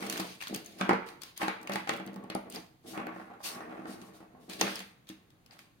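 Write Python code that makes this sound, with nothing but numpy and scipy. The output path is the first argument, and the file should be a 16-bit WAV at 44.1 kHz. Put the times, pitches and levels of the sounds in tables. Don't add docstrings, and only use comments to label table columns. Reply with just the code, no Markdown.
import sys
import numpy as np
from scipy import signal
from scipy.fft import rfft, irfft
from scipy.io import wavfile
from scipy.ndimage import uniform_filter1d

SR = 44100
rng = np.random.default_rng(int(sys.argv[2]) if len(sys.argv) > 2 else 0)


def file_out(sig):
    cols = np.atleast_2d(sig).T
    lim = np.clip(cols, -1, 1)
    pcm = np.round(lim * 32767).astype(np.int16)
    wavfile.write(sys.argv[1], SR, pcm)


N = 255780

# (time [s], length [s], rumble [dB], scrape [dB], fading [dB/s])
PUSHES = [(-0.04, 0.3, -35.5, -41, 15), (0.48, 0.057, -38.5, -53, 13), (0.628, 0.18, -52.5, -73, -27),
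          (0.786, 0.12, -41, -36, -18), (1.197, 0.093, -65.5, -57.5, 14), (1.39, 0.1, -42, -33, 57),
          (1.588, 0.074, -49.5, -51, 2), (1.686, 0.064, -37, -37, 7), (1.877, 0.11, -33, -53, 64),
          (2.046, 0.25, -41, -52.5, 18), (2.445, 0.022, -42, -51, 7), (2.527, 0.0031, -36, -44, 29),
          (2.831, 0.089, -46.5, -58, -26), (2.922, 0.055, -55, -40.5, 5), (2.953, 0.16, -35.5, -36.5, 59),
          (3.05, 0.32, -44.5, -44.5, 24), (3.428, 0.2, -48.5, -41.5, 2), (3.543, 0.25, -43, -44.5, 0.5),
          (3.83, 0.86, -41.5, -46.5, 33), (4.317, 0.24, -53.5, -72, 25), (4.472, 0.064, -42, -52, -1),
          (4.579, 0.12, -32.5, -42.5, 40), (4.898, 0.82, -68, -70.5, 0.5), (5.484, 0.089, -68, -56, 4)]
# (time [s], length [s], level [dB])
SHUFFLES = [(-0.02, 0.22, -41.5), (0.11, 0.23, -41), (0.397, 0.096, -45), (0.528, 0.04, -47),
            (0.643, 0.3, -54), (0.776, 0.013, -45.5), (1.056, 0.025, -50.5), (1.204, 0.085, -52),
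            (1.356, 0.021, -48), (1.398, 0.024, -40), (1.413, 0.02, -53), (1.712, 0.03, -43),
            (1.867, 0.062, -49), (2.501, 0.029, -50), (2.53, 0.027, -45), (4.487, 0.056, -43),
            (4.584, 0.12, -38.5), (4.671, 0.14, -43), (5.068, 0.02, -56), (5.507, 0.027, -57),
            (5.578, 0.025, -56.5)]
# (time [s], table thud [dB], cap knock [dB],
# brightness before softening [dB/octave], note of that spot [Hz], start of the treble drop [Hz])
KNOCKS = [(0.023, -39.5, -40, -6, 201, 3020), (0.037, -52, -39, -6, 520, 3180),
          (0.0636, -51, -50, 1, 357, 2500), (0.158, -57, -38, -3.5, 400, 2500),
          (0.1983, -35, -36.5, -4, 183, 5000), (0.2127, -39.5, -50, -10, 326, 2500),
          (0.5091, -38, -54, -10, 395, 1000), (0.528, -33.5, -44, -24, 208, 1000),
          (0.5606, -35, -46, -17, 423, 1510), (0.69, -48, -69, -18, 394, 1000),
          (0.811, -29.5, -27, -3.5, 190, 3530), (0.8923, -22.5, -18.5, -5.5, 352, 2160),
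          (0.9089, -28, -18.5, -9.5, 342, 2130), (0.932, -26, -28, -5.5, 467, 2270),
          (1.416, -46, -28, -4.5, 870, 3000), (1.4304, -31, -33, -2.5, 308, 3040),
          (1.4814, -34, -27, -4.5, 860, 3080), (1.497, -55, -58, -10, 770, 2900),
          (1.696, -36.5, -31, -6, 191, 2600), (1.757, -38, -28, -5, 178, 4800),
          (1.8735, -46, -35.5, -4, 794, 3000), (1.8936, -41, -26.5, -4, 764, 4770),
          (1.914, -66, -48, -12, 796, 4500), (1.939, -49, -34.5, -12, 294, 3930),
          (1.999, -40.5, -34.5, -10, 186, 2000), (2.066, -37.5, -65, 2.5, 201, 1000),
          (2.1617, -39.5, -43, -6, 193, 1500), (2.2422, -41, -43, -9, 414, 890),
          (2.301, -35.5, -42, -4, 328, 4800), (2.3522, -26, -26.5, -8.5, 709, 890),
          (2.48, -49, -47, -27, 680, 910), (2.565, -53, -37.5, -12, 745, 4700),
          (2.578, -59, -67, -17, 490, 910), (2.976, -37, -37, -4, 317, 2800),
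          (2.9997, -35.5, -36.5, -7.5, 710, 2400), (3.0685, -39.5, -34, -8.5, 319, 2550),
          (3.1618, -47, -38.5, -9.5, 336, 1920), (3.198, -56, -39, -9.5, 774, 1930),
          (3.316, -59, -44.5, -14.5, 730, 1800), (3.4036, -66, -43.5, -12, 610, 1710),
          (3.606, -57, -41, -6, 696, 2000), (3.82, -51, -45, -10, 318, 1500),
          (3.855, -45, -39.5, -7, 316, 1900), (3.925, -50, -51, -4, 308, 1500),
          (4.022, -44, -56, -1, 700, 1500), (4.205, -52, -51, -5, 332, 995),
          (4.227, -63, -48, -9, 700, 990), (4.3495, -53, -50, -14, 700, 1450),
          (4.6117, -35, -24.5, -4, 317, 6700), (4.6316, -31, -49, -13, 207, 2000),
          (4.668, -45, -34.5, -4, 324, 5000), (4.6781, -47.5, -33.5, -5, 197, 5000),
          (4.8048, -46, -44, -5.5, 188, 4500), (5.0993, -39, -54.5, 0, 313, 5960)]
# (time [s], level [dB], brightness [dB/octave], ring of that pen [Hz],
# fade time of the chatter [s], left over right [dB])
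CLICKS = [(0.026, -54.5, -11, 2160, .012, -3), (0.067, -46.5, 2, 4450, 0.017, 4),
          (0.0985, -33, 4.5, 2670, 0.0092, -2), (0.109, -49, 6, 2640, .012, 2),
          (0.1258, -37, 3.5, 4100, 0.011, 2), (0.171, -46, 1, 2750, 0.012, 5),
          (0.176, -39.5, 3.5, 3180, 0.024, 2), (0.1975, -39, 5, 3900, 0.021, 0),
          (0.203, -42, 7, 4420, 0.011, -6), (0.406, -58, -8, 2420, 0.012, 6),
          (0.413, -46, -2, 2820, 0.016, 2), (0.4233, -46.5, -1.5, 2400, 0.024, 8),
          (0.4271, -48.5, 5, 3050, .012, 2), (0.436, -48, -3, 3320, 0.014, 2),
          (0.471, -43, 0.5, 3910, 0.03, 0), (0.481, -47, 3, 4330, 0.016, 1),
          (0.5424, -47.5, 4.5, 5200, .01, 10), (0.5465, -37, 3.5, 2920, .012, 0.5),
          (0.5607, -42.5, 6, 4770, .008, 0), (0.6467, -59, 4, 6640, .012, 3),
          (0.6608, -52, 9, 6750, 0.019, 3), (0.668, -60, 5, 6370, .01, 0.5),
          (1.062, -68, 11, 2360, .012, -5.5), (1.0873, -50.5, 1, 2340, 0.016, -2),
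          (1.2187, -44.5, 3, 4470, 0.014, 5), (1.2345, -45.5, 5, 5180, 0.0097, 5.5),
          (1.3766, -46, 7, 11230, 0.012, 6), (1.4813, -41, -6.5, 3940, 0.0049, 4),
          (1.614, -61, 5, 2830, 0.015, 1), (1.63, -57.5, 8, 2240, 0.015, 1),
          (1.6733, -45, -2, 2720, 0.015, 3), (1.695, -56.5, 10.5, 4300, 0.012, 5),
          (1.72, -42, -2, 2580, 0.01, 5), (1.7355, -42, 0.5, 2340, 0.013, 10),
          (1.7572, -44, 4, 8060, 0.011, 4), (1.874, -54, -4, 3940, .012, -2),
          (1.8932, -35.5, -2.5, 7600, .007, 6), (1.937, -50, -0.5, 3150, .008, -18),
          (1.965, -57, 9, 2440, .009, 5), (1.973, -60, 5, 3400, .009, 5), (1.999, -62, 0, 3400, .007, 4),
          (2.064, -64.5, 15, 2180, 0.0064, 4), (2.0749, -55, -5.5, 3140, 0.016, 3),
          (2.132, -70, 11, 4500, 0.011, 3), (2.142, -63, 6, 3400, .009, 6),
          (2.1602, -58.5, 4, 15000, 0.0066, 1.5), (2.239, -71, 9, 8600, 0.009, 3),
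          (2.3, -47, -7.5, 4100, 0.012, 1), (2.301, -53.5, 6, 5160, 0.012, 4),
          (2.321, -63, -16, 4130, .016, -2), (2.3499, -44.5, 4, 10200, 0.0057, 3.5),
          (2.5, -54.5, 10, 8200, 0.014, 2), (2.524, -53, 10.5, 3620, 0.014, -1),
          (2.547, -48, 6, 3380, 0.015, 2), (2.5594, -45.5, 3, 4700, .014, -2),
          (3.068, -57, 2, 14200, .007, 1), (4.016, -55.5, 1, 3020, .007, 0),
          (4.4969, -49.5, 4.5, 4660, 0.02, 7), (4.534, -49, 3, 4160, 0.023, 6),
          (4.6115, -27.5, 1.5, 6060, 0.011, 0.5), (4.6148, -33, -0.5, 3750, .014, 10),
          (4.7566, -44.5, 6, 5370, .01, -6), (4.764, -48.5, -6, 4370, 0.018, 7),
          (4.792, -46, 3, 3400, 0.013, 4), (4.803, -48, 2, 2640, 0.025, -2),
          (5.071, -64, -1, 3600, .012, 4), (5.09, -47.5, 4.5, 3700, .012, 1),
          (5.3042, -65.5, 1.5, 3470, .01, 2.5), (5.462, -60.5, 2.5, 3050, .01, 1),
          (5.5091, -62.5, -5, 4620, 0.017, 6), (5.591, -53, 1, 2430, 0.0099, 1)]
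# (time [s], length [s], level [dB])
SWIPES = [(1.385, 0.024, -55), (2.818, 0.03, -64.5), (2.852, 0.072, -46), (3.124, 0.12, -64.5),
          (3.385, 0.051, -60), (3.424, 0.052, -33.5), (3.627, 0.37, -69), (3.859, 0.074, -50.5),
          (3.978, 0.1, -59), (4.12, 0.051, -59), (4.389, 0.13, -65)]

# (pitch [Hz], level [dB], fade time [s])
TABLE_NOTES = [(126.5, 7.5, 0.14), (184, 13, 0.54), (196.8, 18, 0.23), (244.5, 13, 0.18),
               (318.5, 17.5, 0.19), (371, -2.5, 0.096), (426, 2.5, 0.17), (456.5, 11.5, 0.4),
               (500, 2, 0.25), (569.5, 10, 0.33), (742, 3, 0.037), (798, 4.5, 0.1), (868, 8, 0.6),
               (1070, 4.5, 0.19), (1128, 11.5, 0.2), (1278, 5, 0.19), (1425, -1, 0.22), (1640, 0, 0.16),
               (1823, 8.5, 0.13)]
BARREL_NOTES = [(2160, -17.5, 0.1), (2210, -10, 0.17), (2430, -2.5, 0.085), (2760, 6, 0.056),
                (3350, 14.5, 0.054), (4230, 6, 0.03), (4370, 0.5, 0.036), (4700, 7, 0.04),
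                (5265, 12.5, 0.019), (5800, -15, 0.039), (6600, -9, 0.03), (9350, -16, 0.045)]

# (frequency [Hz], level [dB])
AIR_TONE = [(15, -29), (25, -21), (130, -4.5), (659, -23.5), (4490, -31), (5730, -38.5), (6560, -32),
            (7310, -39), (11300, -37), (12500, -36.5), (16000, -38.5)]
ROLL_TONE = [(40, -30.5), (90, -24), (140, -10), (200, -5), (320, -5), (450, -5.5), (700, -5), (1000, -27),
             (2000, -29.5), (5000, -91)]
BUMP_TONE = [(100, -24.5), (200, -8.5), (700, 3), (1300, -4), (2200, -12.5), (3200, -18.5), (7000, -35)]
SCRAPE_TONE = [(300, -36.5), (600, 3), (850, 1), (1300, 1.5), (2200, -3), (3000, -16), (4500, -28),
               (7000, -54.5), (12000, -65)]
RUB_TONE = [(800, -15.5), (2000, -4), (3000, -1.5), (4600, 1), (5600, -5.5), (6500, -3.5), (7400, -11),
            (9500, -5), (11200, -14.5), (12000, -9.5), (15500, -16)]
TICK_TONE = [(2000, -2), (6000, -2.5), (12000, 0.5)]
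SWIPE_TONE = [(500, -30), (1500, -9), (2800, 1), (4500, 5.5), (6300, 2), (7500, -0.5), (9500, 4.5),
              (11400, -3.5), (13500, -1.5), (16000, -7.5)]
# (frequency [Hz], level [dB])
BOARD_TONE = [(30, -20), (80, -25), (120, -14), (180, -6), (400, -5.5), (900, -6.5), (2400, -28),
              (5000, -23), (16000, -29)]
CAP_TONE = [(60, -32), (200, -17.5), (500, 2.5), (1000, -2.5), (2400, 0), (3600, 0), (9000, -7.5),
            (16000, -19)]
RIM_TONE = [(200, -41.5), (800, -9.5), (2400, -3), (4500, 0), (9000, 5), (16000, 0)]
BARREL_TONE = [(60, -22), (200, -3), (500, -4.5), (1200, 1.5), (2500, -2.5), (5000, -4), (10500, -9),
               (13500, -6), (16000, -8)]
PLASTIC_TONE = [(1500, -1), (2300, 2), (3300, -1), (4600, 2), (5500, -2.5), (6400, 3), (7500, -4),
                (9500, 1.5), (11400, -5.5), (12500, -4.5), (16000, -6.5)]

# (frequency [Hz], fade time [s])
ECHO_FADE = [(150, 1.1), (500, 0.58), (1500, 0.56), (4000, 0.55), (8000, 0.35), (15000, 0.48)]
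# (frequency [Hz], level [dB])
ECHO_TONE = [(100, -3), (250, 1.5), (600, 1), (1200, 5), (2500, 5), (5000, 0.5), (9000, 1), (15000, 0.5)]
WALL_TONE = [(200, -1.5), (700, 0.5), (2500, 1), (5000, 0.5), (7000, -2.5), (14000, -1)]
# (frequency [Hz], likeness [0-1])
LIKENESS = [(30, 0.9), (125, 0.75), (250, 1), (500, 0.5), (900, 0.02), (16000, 0)]
# (frequency [Hz], left over right [dB])
BALANCE = [(120, 0), (260, -0.5), (500, -1), (1000, -1), (2000, -0.5), (4000, -1), (8000, 3), (13000, 3)]


def amp(db):
    return 10 ** (np.asarray(db) / 20)


def normalised(x):
    return x / np.sqrt(np.mean(x ** 2) + 1e-20)


def look_up(points, hz):
    row_hz, value = np.transpose(points)
    return np.interp(np.log(hz + 1), np.log(row_hz + 1), value)


def add(mix, start, sound):
    part = mix[:, max(round(start * SR), 0):][:, :sound.shape[1]]
    part += sound[:, :part.shape[1]]


def convolve(x, response):
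    return signal.fftconvolve(x, np.atleast_2d(response), axes=1)[:, :x.shape[1]]


def shaped(x, *tones, size=4096):
    hz = abs(np.fft.fftfreq(size, 1 / SR))
    log_gain = np.log(amp(sum(look_up(tone, hz) for tone in tones)))
    spectrum = np.exp(signal.hilbert(log_gain).conj())
    return convolve(x, np.fft.ifft(spectrum).real[:size // 2])


def tilt(centre_hz, level_db, db_per_octave, lowest_hz):
    return [(hz, level_db + db_per_octave * np.log2(hz / centre_hz)) for hz in (lowest_hz, 10600)]


def peak(hz, lift_db, octaves=0.26):
    return [(hz / 2 ** octaves, 0), (hz, lift_db), (hz * 2 ** octaves, 0)]


def stereo(noise):
    same = np.clip(look_up(LIKENESS, np.fft.rfftfreq(noise.shape[1], 1 / SR)), 0, 1)
    a, b = rfft(noise)
    mid, side = a * np.sqrt((1 + same) / 2), b * np.sqrt((1 - same) / 2)
    return irfft([mid + side, mid - side], noise.shape[1])


def ringing(x, notes, gain_db):
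    t = np.arange(SR // 2) / SR
    response = np.zeros(len(t))
    for hz, db, t60 in notes:
        fade = np.log(1000) / t60
        response += amp(db) * 2 * fade / SR * np.exp(-fade * t) * np.cos(2 * np.pi * hz * t)
    return amp(gain_db) * convolve(x, response)


def echo(x, gain_db, build_s=0.002, early_s=0.042):
    noise = stereo(rng.standard_normal((2, SR)))
    hz, frame_s, bands = signal.stft(noise, SR, nperseg=256)
    fade = np.exp(-np.log(1000) * frame_s / look_up(ECHO_FADE, hz)[:, None])
    tail = signal.istft(bands * fade, SR, nperseg=256)[1][:, :SR]
    t = np.arange(SR) / SR
    tail = tail * (1 - np.exp(-(t / build_s) ** 2)) * (1 + np.exp(-t / early_s))
    return amp(gain_db) * convolve(x, shaped(normalised(tail) / np.sqrt(SR), ECHO_TONE))


def contact(push_db, chatter_t60, ring_db, ring_t60, settle_s=0.00085, size=4096, notes=26):
    t = np.arange(size) / SR
    chatter = stereo(rng.standard_normal((2, size))) * np.exp(-np.log(1000) * t / chatter_t60)
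    offset, left_phase, right_phase = rng.random((3, notes, 1))
    hz = 1200 + 14000 * ((np.arange(notes)[:, None] + offset) / notes) ** 1.4
    ring = np.sin(2 * np.pi * (hz * t + np.array([left_phase, right_phase]))).sum(1)
    ring *= np.exp(-np.log(1000) * t / ring_t60)
    blow = (normalised(chatter) + amp(ring_db) * normalised(ring)) / np.sqrt(size)
    blow *= 1 - np.exp(-t / settle_s)
    blow[:, 0] += amp(push_db)
    for channel, delay_s in zip(blow, rng.uniform(0.2, 1, 2) * 0.001198):
        channel += 0.65 * np.interp(t - delay_s, t, channel, left=0)
    return normalised(blow) / np.sqrt(size)


def grains(per_s, spread_db, hiss_db):
    sizes = amp(spread_db * np.minimum(rng.exponential(1, N), 3.3))
    sizes *= rng.random(N) < per_s / SR
    catches = normalised(sizes * rng.standard_normal((2, N)))
    return stereo(catches + amp(hiss_db) * rng.standard_normal((2, N)))


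def ticking(per_s, spread_db, chatter_t60, ring_db, ring_t60, pens=6):
    out = np.zeros((2, N))
    for _ in range(pens):
        sizes = amp(spread_db * np.minimum(rng.exponential(1, N), 2))
        sizes *= rng.random(N) < per_s / pens / SR
        out += convolve(np.array([sizes, sizes]), contact(-8.5, chatter_t60, ring_db, ring_t60))
    return out


def wandering(x, depth_db):
    bands = signal.stft(x, nperseg=256, noverlap=192)[2]
    patches = uniform_filter1d(rng.standard_normal(bands.shape[1:]), size=4, axis=0)
    patches = uniform_filter1d(patches, size=24, axis=1)
    bands = bands * amp(depth_db * normalised(patches))
    return signal.istft(bands, nperseg=256, noverlap=192)[1][:, :N]


def movement(start, length, level_db, fade_db_per_s, rise_s, stop_db_per_s):
    t = np.maximum(np.arange(N) / SR - start, 0)
    fall_db = fade_db_per_s * np.minimum(t, length) + stop_db_per_s * np.maximum(t - length, 0)
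    return (1 - np.exp(-(t / rise_s) ** 2)) * amp(level_db - fall_db)


def pushes(scrape=False):
    for start, length, rumble_db, scrape_db, fade in PUSHES:
        level_db = scrape_db if scrape else rumble_db
        yield movement(start, length, level_db, fade, rise_s=0.016, stop_db_per_s=135.5)


def shuffles():
    return (movement(*row, fade_db_per_s=37.5, rise_s=0.011, stop_db_per_s=165) for row in SHUFFLES)


def follow(sound, movements, gain_db):
    return normalised(sound) * amp(gain_db) * np.sqrt(sum(gain ** 2 for gain in movements))


def room_air():
    return amp(-66) * normalised(shaped(stereo(rng.standard_normal((2, N))), AIR_TONE))


def rolling():
    bumps = shaped(grains(per_s=400, spread_db=2, hiss_db=-11), ROLL_TONE)
    rumble = bumps + ringing(bumps, TABLE_NOTES, gain_db=2.5) + echo(bumps, gain_db=1.5)
    return follow(rumble, pushes(), gain_db=-5)


def bumping():
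    bumps = ticking(per_s=50, spread_db=3, chatter_t60=0.014, ring_db=-6, ring_t60=0.02)
    bumps = shaped(bumps, BUMP_TONE)
    patter = bumps + ringing(bumps, TABLE_NOTES, gain_db=-5.5) + echo(bumps, gain_db=0)
    return follow(patter, pushes(scrape=True), gain_db=-8)


def scraping():
    catches = shaped(grains(per_s=1900, spread_db=1.5, hiss_db=-7.5), SCRAPE_TONE)
    rasp = catches + ringing(catches, TABLE_NOTES, gain_db=4) + echo(catches, gain_db=-4.5)
    return follow(rasp, pushes(scrape=True), gain_db=-7.5)


def rubbing():
    slips = shaped(grains(per_s=1600, spread_db=-3, hiss_db=10), RUB_TONE)
    slips = wandering(slips, depth_db=3)
    fizz = slips + ringing(slips, BARREL_NOTES, gain_db=-17) + echo(slips, gain_db=6.5)
    return follow(fizz, shuffles(), gain_db=-3)


def jostling():
    ticks = ticking(per_s=130, spread_db=3.5, chatter_t60=0.006, ring_db=-4, ring_t60=0.014)
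    ticks = shaped(ticks, RUB_TONE, TICK_TONE)
    return follow(ticks + echo(ticks, gain_db=-1.5), shuffles(), gain_db=-8)


def knocking(thud_hz=245, cap_hz=793, soften_db_per_octave=2.8):
    hits, shove = np.zeros((2, N)), np.zeros((2, 4096))
    shove[:, 0] = 1
    for start, thud_db, cap_db, brightness, note_hz, edge_hz in KNOCKS:
        force = [(thud_hz, thud_db + 2.5)]
        force += tilt(cap_hz, cap_db, brightness - soften_db_per_octave, lowest_hz=cap_hz)
        treble_drop = [(edge_hz, 0), (edge_hz * 2 ** 0.19, -6.5)]
        chatter = contact(push_db=-13, chatter_t60=0.065, ring_db=2.5, ring_t60=0.011)
        chatter = shaped(chatter, force, treble_drop, CAP_TONE, PLASTIC_TONE)
        snap = contact(push_db=-8, chatter_t60=0.011, ring_db=-4, ring_t60=0.016)
        snap = shaped(snap, force, treble_drop, RIM_TONE, PLASTIC_TONE)
        thud = shaped(shove, force, peak(note_hz, lift_db=8), BOARD_TONE)
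        thud = thud + ringing(thud, [(note_hz, 0, 0.22)], gain_db=-8.5)
        add(hits, start, thud + chatter + snap)
    hits *= amp(34.5)
    hits += ringing(hits, BARREL_NOTES, gain_db=-14.5)
    return hits + ringing(hits, TABLE_NOTES, gain_db=-1) + echo(shaped(hits, WALL_TONE), gain_db=-3.5)


def clicking(centre_hz=4900):
    direct, to_walls, snap = np.zeros((2, N)), np.zeros((2, N)), np.zeros((2, 4096))
    snap[:, 0] = 1
    for start, level_db, brightness, ring_hz, t60, pan_db in CLICKS:
        blow = contact(push_db=-4, chatter_t60=t60, ring_db=-6, ring_t60=1.4 * t60, settle_s=0.0003)
        quirks = np.column_stack([np.linspace(1800, 16000, 22), 4.5 * rng.uniform(-1, 1, 22)])
        blow = normalised(shaped(blow, quirks)) / np.sqrt(blow.shape[1])
        force = tilt(centre_hz, level_db, brightness, lowest_hz=2200)
        tones = force, peak(ring_hz, lift_db=9), BARREL_TONE, PLASTIC_TONE
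        add(direct, start, amp([[pan_db / 2], [-pan_db / 2]]) * shaped(blow, *tones))
        add(to_walls, start, shaped(snap, *tones))
    ring = ringing(direct, BARREL_NOTES, gain_db=-10)
    return amp(31.5) * (direct + ring + echo(shaped(to_walls, WALL_TONE), gain_db=-5.5))


def swiping():
    fibres = shaped(grains(per_s=2200, spread_db=6, hiss_db=-1), SWIPE_TONE)
    fibres = wandering(fibres, depth_db=2)
    sweeps = (movement(*row, fade_db_per_s=4, rise_s=0.019, stop_db_per_s=180) for row in SWIPES)
    return follow(fibres + echo(fibres, gain_db=2), sweeps, gain_db=-3.5)


def scene():
    pens = knocking() + clicking() + rolling() + bumping() + scraping() + rubbing() + jostling()
    return pens + swiping() + room_air()


def record(dry, lag_s=0.000253, cutoff_hz=16150):
    hz = np.fft.rfftfreq(N, 1 / SR)
    left = amp(look_up(BALANCE, hz) / 2)
    right = np.exp(-2j * np.pi * hz * lag_s) / left
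    channels = irfft(rfft(dry) * np.array([left, right]), N)
    low_pass = signal.firwin(511, cutoff_hz, window=("kaiser", 9), fs=SR)
    return signal.oaconvolve(channels, low_pass[None], "same")


dry = scene()
out = record(dry)
file_out(out)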